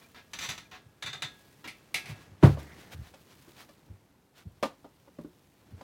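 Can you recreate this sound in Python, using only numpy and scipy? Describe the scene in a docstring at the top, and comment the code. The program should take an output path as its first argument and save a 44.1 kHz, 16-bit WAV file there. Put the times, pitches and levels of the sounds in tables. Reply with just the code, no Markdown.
"""Feet land with a heavy thump as someone climbs down from a metal loft bed in a small bedroom.
The impact drives the low modes of the floor. Before it, stick-slip friction in the joints makes the
steel frame creak and peep, and its rail clanks. After it, a hand squeaks down the rail, soft steps
flex the boards and bumped furniture rings briefly. Rubbing cloth and the frame's lingering rattle
blend into a rustle throughout, over a low rumble of shifting weight and a faint room hiss."""
import sys
import numpy as np
from scipy import signal
from scipy.fft import rfft, irfft, next_fast_len
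from scipy.io import wavfile
from scipy.ndimage import uniform_filter1d

SR = 44100
rng = np.random.default_rng(int(sys.argv[2]) if len(sys.argv) > 2 else 0)


def file_out(sig):
    """Save sig as 16-bit WAV at sys.argv[1]."""
    # one column per channel
    cols = np.atleast_2d(sig).T
    # limit, then scale
    lim = np.clip(cols, -1, 1)
    pcm = np.round(lim * 32767).astype(np.int16)
    wavfile.write(sys.argv[1], SR, pcm)


N = 257406
RING_S = .8  # time allowed for one event to die away
T = np.arange(N) / SR
AGE = T[:int(RING_S * SR)]


def undb(db):
    """Convert decibels to an amplitude ratio."""
    return 10 ** (np.asarray(db) / 20)

def unit(x):
    """Scale to rms 1."""
    return x / np.sqrt(np.mean(x ** 2))

def blow(x):
    """Scale a short sound to the energy of 50 ms at rms 1."""
    return x / np.sqrt(np.sum(x ** 2) / (SR / 20))

def fade(t60):
    """Exponential decay, 60 dB down after t60 seconds."""
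    return np.exp(-np.log(1000) * AGE / t60)

def add(out, s, x):
    """Superpose x on out, starting at s seconds."""
    i = max(int(s * SR), 0)
    out[i:i + len(x)] += x[:N - i]

def colour(x, points, tilt_db=0):
    """Minimum-phase filter through (Hz, dB) points, tilted by tilt_db per octave above 256 Hz."""
    size = 2 * next_fast_len(len(x) // 2 + 2048)
    octave = np.log2(np.maximum(np.arange(size // 2 + 1) * SR / size, 1))
    hz, db = np.transpose(points)
    db = np.interp(octave, np.log2(hz), db) + tilt_db * np.maximum(octave - 8, 0)
    cepstrum = irfft(db * np.log(10) / 20)
    cepstrum[1:size // 2] *= 2  # folding the cepstrum makes the filter causal
    cepstrum[size // 2 + 1:] = 0
    return irfft(rfft(x, size) * np.exp(rfft(cepstrum)))[:len(x)]

def ring(modes, scatter_db=0):
    """Modal superposition: damped sines of alternating sign, as seen far from the point of contact."""
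    waves = (undb(db + scatter_db * rng.standard_normal()) * np.sin(2 * np.pi * hz * AGE) * fade(t60)
             for hz, db, t60 in modes)
    return blow(sum((-1) ** k * wave for k, wave in enumerate(waves)))

def wash(t60, tail_t60, tail_db):
    """Modal overlap: crowded modes and wall echoes merge into noise with a two-slope decay."""
    return rng.standard_normal(len(AGE)) * (fade(t60) + undb(tail_db) * fade(tail_t60))

def slip(x, length, per_s, size):
    """Stick-slip excitation: a first catch, then a dying run of irregular jerks, each sounding x."""
    jerks = np.zeros(len(AGE))
    gap, force = .5 + rng.random((64, 2)).T
    when = np.cumsum(gap / per_s)
    strength = size * force * np.exp(-(when / length) ** 4)
    jerks[np.minimum((when * SR).astype(int), len(AGE) - 1)] = strength
    jerks[0] = 1
    return signal.fftconvolve(x, jerks)[:len(AGE)]

def wander(rate):
    """Smooth random modulation of rms 1, with rate new values a second."""
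    hold = max(int(SR / rate), 1)
    stairs = np.repeat(rng.standard_normal(N // hold + 1), hold)
    return unit(uniform_filter1d(stairs, hold)[:N])


# Spectra of the room's hiss and of the rumble. Each row: frequency in Hz, gain in dB.
ROOM_COLOUR = [(18, -44.5), (30, 4), (145, -3.5), (252, 0), (666, -11), (844, -9), (1540, -24), (4910, -27),
               (14800, -25.5), (16000, -57)]
RUMBLE_COLOUR = [(20, -22), (45, -7.5), (80, -3.5), (150, 2), (220, -4), (320, -5), (500, -12.5),
                 (1000, -28), (3000, -52.5)]

def background():
    """Structure-borne sound: shifting weight rumbles in step with the rustle, over steady room noise."""
    mid_db, _ = rustle_levels()
    rumble_db = -63.5 + .8 * (mid_db + 64)
    rumble = undb(rumble_db) * unit(colour(rng.standard_normal(N), RUMBLE_COLOUR))
    hiss = undb(-68) * unit(colour(rng.standard_normal(N), ROOM_COLOUR))
    return rumble + hiss


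# Course of the rustle. Each row: time in seconds, relative levels of mid-range noise and hiss in dB.
RUSTLE = [(0.0, -68.5, -66), (0.26, -67, -72), (0.57, -62, -67), (0.76, -67, -80), (1.07, -67, -75.5),
          (1.2, -58, -76), (1.41, -65, -67), (1.95, -64, -71.5), (2.08, -54.5, -82), (2.44, -64.5, -81.5),
          (2.62, -52.5, -68), (3.25, -65.5, -69), (3.53, -62, -66), (3.97, -67.5, -79),
          (4.34, -72.5, -83.5), (4.57, -68, -76), (5.56, -70, -74), (5.84, -59.5, -76)]

def rustle_levels():
    """Amplitude envelopes: mid-range noise and hiss move linearly in dB between the listed times."""
    times, *levels = np.transpose(RUSTLE)
    return [np.interp(T, times, db) for db in levels]

def grainy_noise(grain_db, flutter_db):
    """Amplitude modulation: the level of the noise varies in tiny grains and in slower flutters."""
    return rng.standard_normal(N) * undb(grain_db * wander(rate=2400) + flutter_db * wander(rate=43))


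# Spectra of the mid-range noise and of the fibre hiss. Each row: frequency in Hz, gain in dB.
MID_COLOUR = [(200, 1), (400, 1), (900, -2), (1900, -5.5), (3200, -11.5), (6000, -16), (16000, -32)]
HISS_COLOUR = [(500, -2), (2000, 0), (3500, 0.5), (6000, -3.5), (10000, -6.5), (16000, -6)]

def rustle():
    """Mid-range noise of rubbing cloth and the frame's lingering rattle, with friction hiss and snaps."""
    snaps_per_s = 30
    mid_db, hiss_db = rustle_levels()
    mid = unit(colour(grainy_noise(grain_db=3, flutter_db=.7), MID_COLOUR))
    snaps = (rng.random(N) < snaps_per_s / SR) * rng.random(N)
    crackle = unit(signal.fftconvolve(snaps, fade(t60=.027))[:N] * rng.standard_normal(N))
    hiss = unit(grainy_noise(grain_db=3.5, flutter_db=.5)) + undb(-8) * crackle
    return undb(mid_db - 1.5) * mid + undb(hiss_db + 3) * unit(colour(hiss, HISS_COLOUR))


# Strokes of sleeves and trousers. 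Each row: centre in seconds, level in dB, Gaussian width in seconds.
SWISHES = [(2.095, -50.5, 0.022), (2.204, -60.5, 0.064), (2.458, -41.5, 0.019), (2.521, -50.5, 0.024),
           (2.602, -50, 0.01), (2.81, -56.5, .031), (2.931, -46.5, .012), (3.061, -57.5, .025),
           (3.317, -59, .02), (3.6, -52, .027), (4.396, -58.5, 0.028)]
# Spectrum of a stroke before its tilt. Each row: frequency in Hz, gain in dB.
SWISH_COLOUR = [(200, -4), (700, 2), (1700, 0.5), (4000, -3.5), (8000, -13), (16000, -17.5)]

def swishes():
    """Friction noise swells and falls with each quick movement of the cloth."""
    out = np.zeros(N)
    rub = grainy_noise(grain_db=2, flutter_db=1.5)
    for s, db, width in SWISHES:
        start = max(s - RING_S / 2, 0)
        stretch = rub.take(np.arange(len(AGE)) + int(start * SR), mode="wrap")
        stroke = unit(colour(stretch, SWISH_COLOUR, tilt_db=.5))
        swell = np.exp(-.5 * ((start + AGE - s) / width) ** 2)
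        add(out, start, undb(db) * stroke * swell)
    return out


def hand_squeak():
    """Stick-slip oscillation of skin on the rail: the uneven pitch sinks and fades as the hand slows."""
    start_s, length_s, ramp_s = 2.59, .52, .024
    progress = np.clip((T - start_s) / length_s, 0, 1)
    grip = np.minimum(np.minimum(progress, 1 - progress) * length_s / ramp_s, 1)
    hz = (1950 - 427 * progress ** 2) * (1 + .11 * wander(rate=700))
    level = grip * undb(-58 - 9.5 * progress + 2.4 * wander(rate=16))
    return level * np.sin(2 * np.pi * np.cumsum(hz) / SR)


# Peeps of a dry joint as the load shifts. Each row: centre in seconds, peak level in dB.
PEEPS = [(.022, -63), (.052, -57), (.662, -57)]

def joint_peeps():
    """Periodic stick-slip: a joint slips so evenly for a moment that it sounds one thin note."""
    width_s = .0058
    level = sum(undb(db) * np.exp(-.5 * ((T - s) / width_s) ** 2) for s, db in PEEPS)
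    hz = 2400 * (1 + .0105 * wander(rate=230))
    return level * np.sin(2 * np.pi * np.cumsum(hz) / SR)


def board_thud(hz, length):
    """Forced vibration: a gradual load flexes the boards at one low pitch, with a rumble around it."""
    load = AGE / length * np.exp(-(AGE / length) ** 2) + .066 * fade(t60=.69)
    band = [(hz / 3, -30), (hz / 1.4, -6), (hz, 0), (hz, -1),
            (hz * 2.16, -21), (hz * 10, -52), (hz * 40, -75)]
    rumble = blow(colour(load * rng.standard_normal(len(AGE)), band))
    flex = blow(load * np.sin(2 * np.pi * hz * AGE))
    return blow(.37 * flex + rumble)


# Footfalls and shifts of weight. Each row: start in seconds, level in dB, pitch in Hz,
# loading time in seconds.
STEPS = [(.48, -49.5, 134, 0.017), (0.847, -56, 108, 0.016), (2.082, -41.5, 108, 0.031),
         (2.26, -52.5, 94, 0.057), (2.924, -45, 98.5, 0.037), (2.975, -41, 80.5, 0.03),
         (3.89, -46, 100, .028), (4.451, -43, 89.7, 0.019), (5.709, -45.5, 90.5, 0.03)]

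def steps():
    """A long contact excites mainly low frequencies, so a foot rolling on to the floor gives a thud."""
    out = np.zeros(N)
    for s, db, hz, length in STEPS:
        add(out, s, undb(db) * board_thud(hz, length))
    return out


# Modes of a wooden desk top and of a padded chair's hollow shell.
# Each row: frequency in Hz, relative level in dB, 60 dB decay time in seconds.
DESK_MODES = [(236.2, -1, 0.095), (287.4, 3, 0.14), (308, -2, 0.12), (520, -15, 0.29), (547.5, 1, 0.11),
              (630.4, -3.5, 0.1), (780, -9.5, 0.062), (920, -9, 0.17), (1076, -19, 0.07), (1196, -6, 0.13)]
CHAIR_MODES = [(168, 3.5, 0.22), (220, -13, 0.24), (225, 4, 0.14), (300, 6, .13), (357, -10, 0.46),
               (440, 1, 0.1), (592, -4, 0.12)]
FURNITURE_MODES = {"desk": DESK_MODES, "chair": CHAIR_MODES}
# Spectrum of the crack of each piece. Each row: frequency in Hz, gain in dB.
FURNITURE_COLOUR = { "desk": [(60, -3.5), (150, 3.5), (280, 15), (410, 3.5), (560, 9), (1050, 3.5),
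                    (1300, -2), (1900, -9), (2800, -9.5), (4200, -13.5), (7000, -24), (11000, -32),
                    (16000, -38.5)], "chair": [(60, 5), (150, 0), (330, 10.5), (600, -5.5), (780, -9),
                    (1050, -5.5), (1600, -16), (3000, -24), (7000, -32), (16000, -45)]}
# Hollow ring of each piece after a crisp contact, in dB relative to the crack.
HOLLOW_DB = {"desk": -3, "chair": -5}
# Bumps. Each row: start in seconds, level in dB, contact time in seconds, tilt in dB per octave, piece.
KNOCKS = [(1.652, -53, 0.0034, -7.5, "desk"), (2.572, -45, 0.0023, -3, "desk"),
          (3.139, -56, 0.0054, 3, "desk"), (3.475, -57.5, .002, -3.5, "chair"),
          (3.69, -59.5, 0.0044, 4, "desk"), (4.627, -33, 0.0022, 2, "desk"),
          (4.632, -31, .0015, 1.5, "desk"), (4.654, -46.5, 0.0053, 3, "desk"),
          (4.844, -51.5, 0.0091, -3, "desk"), (5.075, -59.5, 0.0083, -0.5, "desk"),
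          (5.186, -43.5, 0.00075, -1, "chair"), (5.246, -45.5, 0.00097, -1.5, "chair"),
          (5.81, -52, 0.005, 1.5, "desk")]

def furniture_knocks():
    """Impact excitation: a crack and a hollow modal ring, which a lingering contact damps."""
    crisp_contact_s, damping_db_per_doubling = .0021, 5.5
    out = np.zeros(N)
    for s, db, contact, tilt_db, piece in KNOCKS:
        crack = slip(wash(t60=.068, tail_t60=.23, tail_db=-9.5), contact, per_s=400, size=.7)
        crack = blow(colour(crack, FURNITURE_COLOUR[piece], tilt_db))
        ring_db = HOLLOW_DB[piece] - damping_db_per_doubling * np.log2(contact / crisp_contact_s)
        hollow = undb(ring_db) * ring(FURNITURE_MODES[piece], scatter_db=3)
        add(out, s, undb(db) * blow(crack + hollow))
    return out


# Modes of the steel tubes. Each row: frequency in Hz, relative level in dB, 60 dB decay time in seconds.
FRAME_MODES = [(743, 0, 0.246), (897, -1, 0.24), (1305, -1.5, 0.32), (1657, -5.5, 0.85), (1853, -2.5, .25),
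               (2040, 2, .22), (2170, -4, 0.22), (2337, -4, .2), (2420, -6.5, 0.24), (2560, -10.5, 0.28),
               (2647, -10.5, 0.55), (2925, -5, .25), (3360, -11.5, 0.54), (3570, 0.5, 0.28),
               (3655, -2, 0.25), (3800, -4.5, 0.17), (3990, 1.5, 0.18), (4190, -3.5, 0.32), (4600, 1, 0.21),
               (4670, 1, 0.18), (5017, 0.5, 0.21), (6010, 2, 0.231), (6200, -6, 0.17), (6540, 0, 0.09),
               (7790, -4, 0.12), (9970, 13.5, 0.085)]
# Response of the frame at each place where it is loaded. Each row: frequency in Hz, gain in dB.
PLACE_COLOUR = { "post": [(100, 1.5), (400, -10.5), (1000, -5.5), (2200, -1), (3200, -4), (3600, 0),
                (4600, -7), (5500, -11), (6050, -2.5), (6600, -10), (7700, -11), (9000, -25), (10150, -16),
                (10600, -23), (13000, -23), (15500, -26)], "rung": [(100, -26), (400, -5.5), (900, -4.5),
                (2050, 2), (3250, -4), (3570, 6.5), (4300, -4.5), (5500, -13.5), (6100, -8.5),
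                (8000, -13.5), (9000, -32), (10100, -16), (10700, -26.5), (16000, -30)], "rail": [(100, -7),
                (550, -11.5), (730, -6), (900, -13), (1400, -12), (1800, -8.5), (2230, 4.5), (2900, -5.5),
                (4800, -10), (6200, -14), (7200, -17.5), (9500, -17), (12000, -21.5), (16000, -33)],
                "slats": [(100, 1.5), (500, -7.5), (1400, -2), (2400, -2), (4000, -6.5), (6500, -16.5),
                (9000, -29), (16000, -26)]}
# How freely the tubes ring from each place, as a gain in dB.
TUBE_RING_DB = {"post": -13, "rung": -12, "slats": -15.5, "rail": -10}
# Slips and knocks of the frame. Each row: start in seconds, level in dB, slip time in seconds, place.
FRAME_HITS = [ (.012, -60.5, 0.017, "slats"), (.146, -50.5, 0.048, "slats"), (.334, -42.5, 0.0054, "post"),
              (.388, -41, 0.0028, "post"), (.410, -38.5, .03, "post"), (0.435, -40, 0.026, "post"),
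              (.489, -38, 0.0024, "post"), (.502, -41.5, 0.011, "post"), (0.578, -47.5, .002, "post"),
              (.713, -47, 0.045, "slats"), (1.024, -40, 0.0044, "rung"), (1.061, -38.5, 0.016, "rung"),
              (1.130, -41.5, 0.0042, "rung"), (1.2214, -35.5, 0.0014, "rung"), (1.642, -46, 0.015, "slats"),
              (1.675, -44, 0.0096, "rail"), (1.9425, -31.5, 0.0018, "rail"), (1.955, -40.5, 0.0072, "rail"),
              (2.057, -49, 0.0036, "rail"), (2.091, -50.5, 0.017, "rail")]

def bed_frame():
    """Stick-slip in the loaded joints excites the tubes' modes; harder hits sound brighter."""
    firm_hit_db, tilt_per_db = -42, .0845
    out = np.zeros(N)
    response = {place: wash(t60=.2, tail_t60=.73, tail_db=-26) for place in PLACE_COLOUR}
    for s, db, length, place in FRAME_HITS:
        dense_modes = blow(.9 * response[place] + wash(t60=.17, tail_t60=.28, tail_db=-26))
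        rattle = blow(slip(dense_modes, length, per_s=260, size=.9))
        # a short slip strikes the tubes at once; a long one swells their ring
        tubes = blow(ring(FRAME_MODES, scatter_db=1) * (1 - fade(t60=2 * length)))
        # the first catch of steel on steel is a bright tick
        tick = blow(np.diff(rng.standard_normal(len(AGE)), prepend=0) * fade(t60=.05))
        creak = undb(-3) * rattle + undb(TUBE_RING_DB[place]) * tubes + undb(-9) * tick
        tilt_db = tilt_per_db * (db - firm_hit_db)
        add(out, s, undb(db) * blow(colour(creak, PLACE_COLOUR[place], tilt_db)))
    return out

def rung_jolts():
    """Mechanical coupling: each slip of a loaded rung sends a weaker thud into the floor."""
    lag_s, coupling_db = .0071, -13.5
    out = np.zeros(N)
    for s, db, _, place in FRAME_HITS:
        if place == "rung":
            add(out, s + lag_s, undb(db + coupling_db) * board_thud(hz=138, length=.023))
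    return out


# Low modes of the floor boards and the room.
# Each row: frequency in Hz, relative level in dB, 60 dB decay time in seconds.
FLOOR_MODES = [(73.5, -13, 0.51), (101.9, 1.5, .25), (117.1, 1, 0.061), (141.5, 4, .25), (173, -5, 0.12),
               (196, -1, 0.15), (247, -6, 0.11), (292, -5.5, 0.13), (339.3, -1, 0.14), (375.4, -6.5, 0.1),
               (427, -13, 0.17), (465, -16, 0.13), (530, -20.5, 0.14), (627, -14.5, 0.15), (852, -22, .16),
               (935, -28.5, 0.25), (967, -20.5, 0.17)]
# Spectrum of a sole's slap. Each row: frequency in Hz, gain in dB.
SLAP_COLOUR = [(60, -19), (160, 4.5), (330, 5), (550, 0.5), (900, -4.5), (1400, -9.5), (2500, -19),
               (5000, -33), (10000, -41), (16000, -54)]
# Soles meeting the floor, toes then heels. Each row: start in seconds, level in dB.
SLAPS = [(2.427, -27), (2.434, -23.5), (2.44, -34), (2.472, -45.5)]

def landing():
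    """Impulse response of the floor: one rounded push sets its modes booming while the soles slap."""
    boom_s, boom_db, rise_s = 2.425, -11, .012
    out = np.zeros(N)
    push = 1 - np.exp(-(AGE / rise_s) ** 2)
    add(out, boom_s, undb(boom_db) * blow(ring(FLOOR_MODES) * push))
    for s, db in SLAPS:
        sole = wash(t60=.16, tail_t60=.5, tail_db=-24) * (1 - fade(t60=.002))
        add(out, s, undb(db) * blow(colour(sole, SLAP_COLOUR)))
    return out


def scene():
    """Linear superposition: the pressures of all sources add at one microphone."""
    climb = bed_frame() + joint_peeps() + landing() + steps() + rung_jolts()
    return (climb + furniture_knocks() + hand_squeak() + rustle() + swishes() + background())[None]

def record(dry):
    """Band limiting: the recorder drops the deepest bass and cuts the highest treble."""
    bass_cut = signal.butter(4, 52, "high", fs=SR, output="sos")
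    treble_cut = signal.ellip(10, .2, 70, 16400, fs=SR, output="sos")
    return signal.sosfilt(treble_cut, signal.sosfilt(bass_cut, dry))


dry = scene()
out = record(dry)
file_out(out)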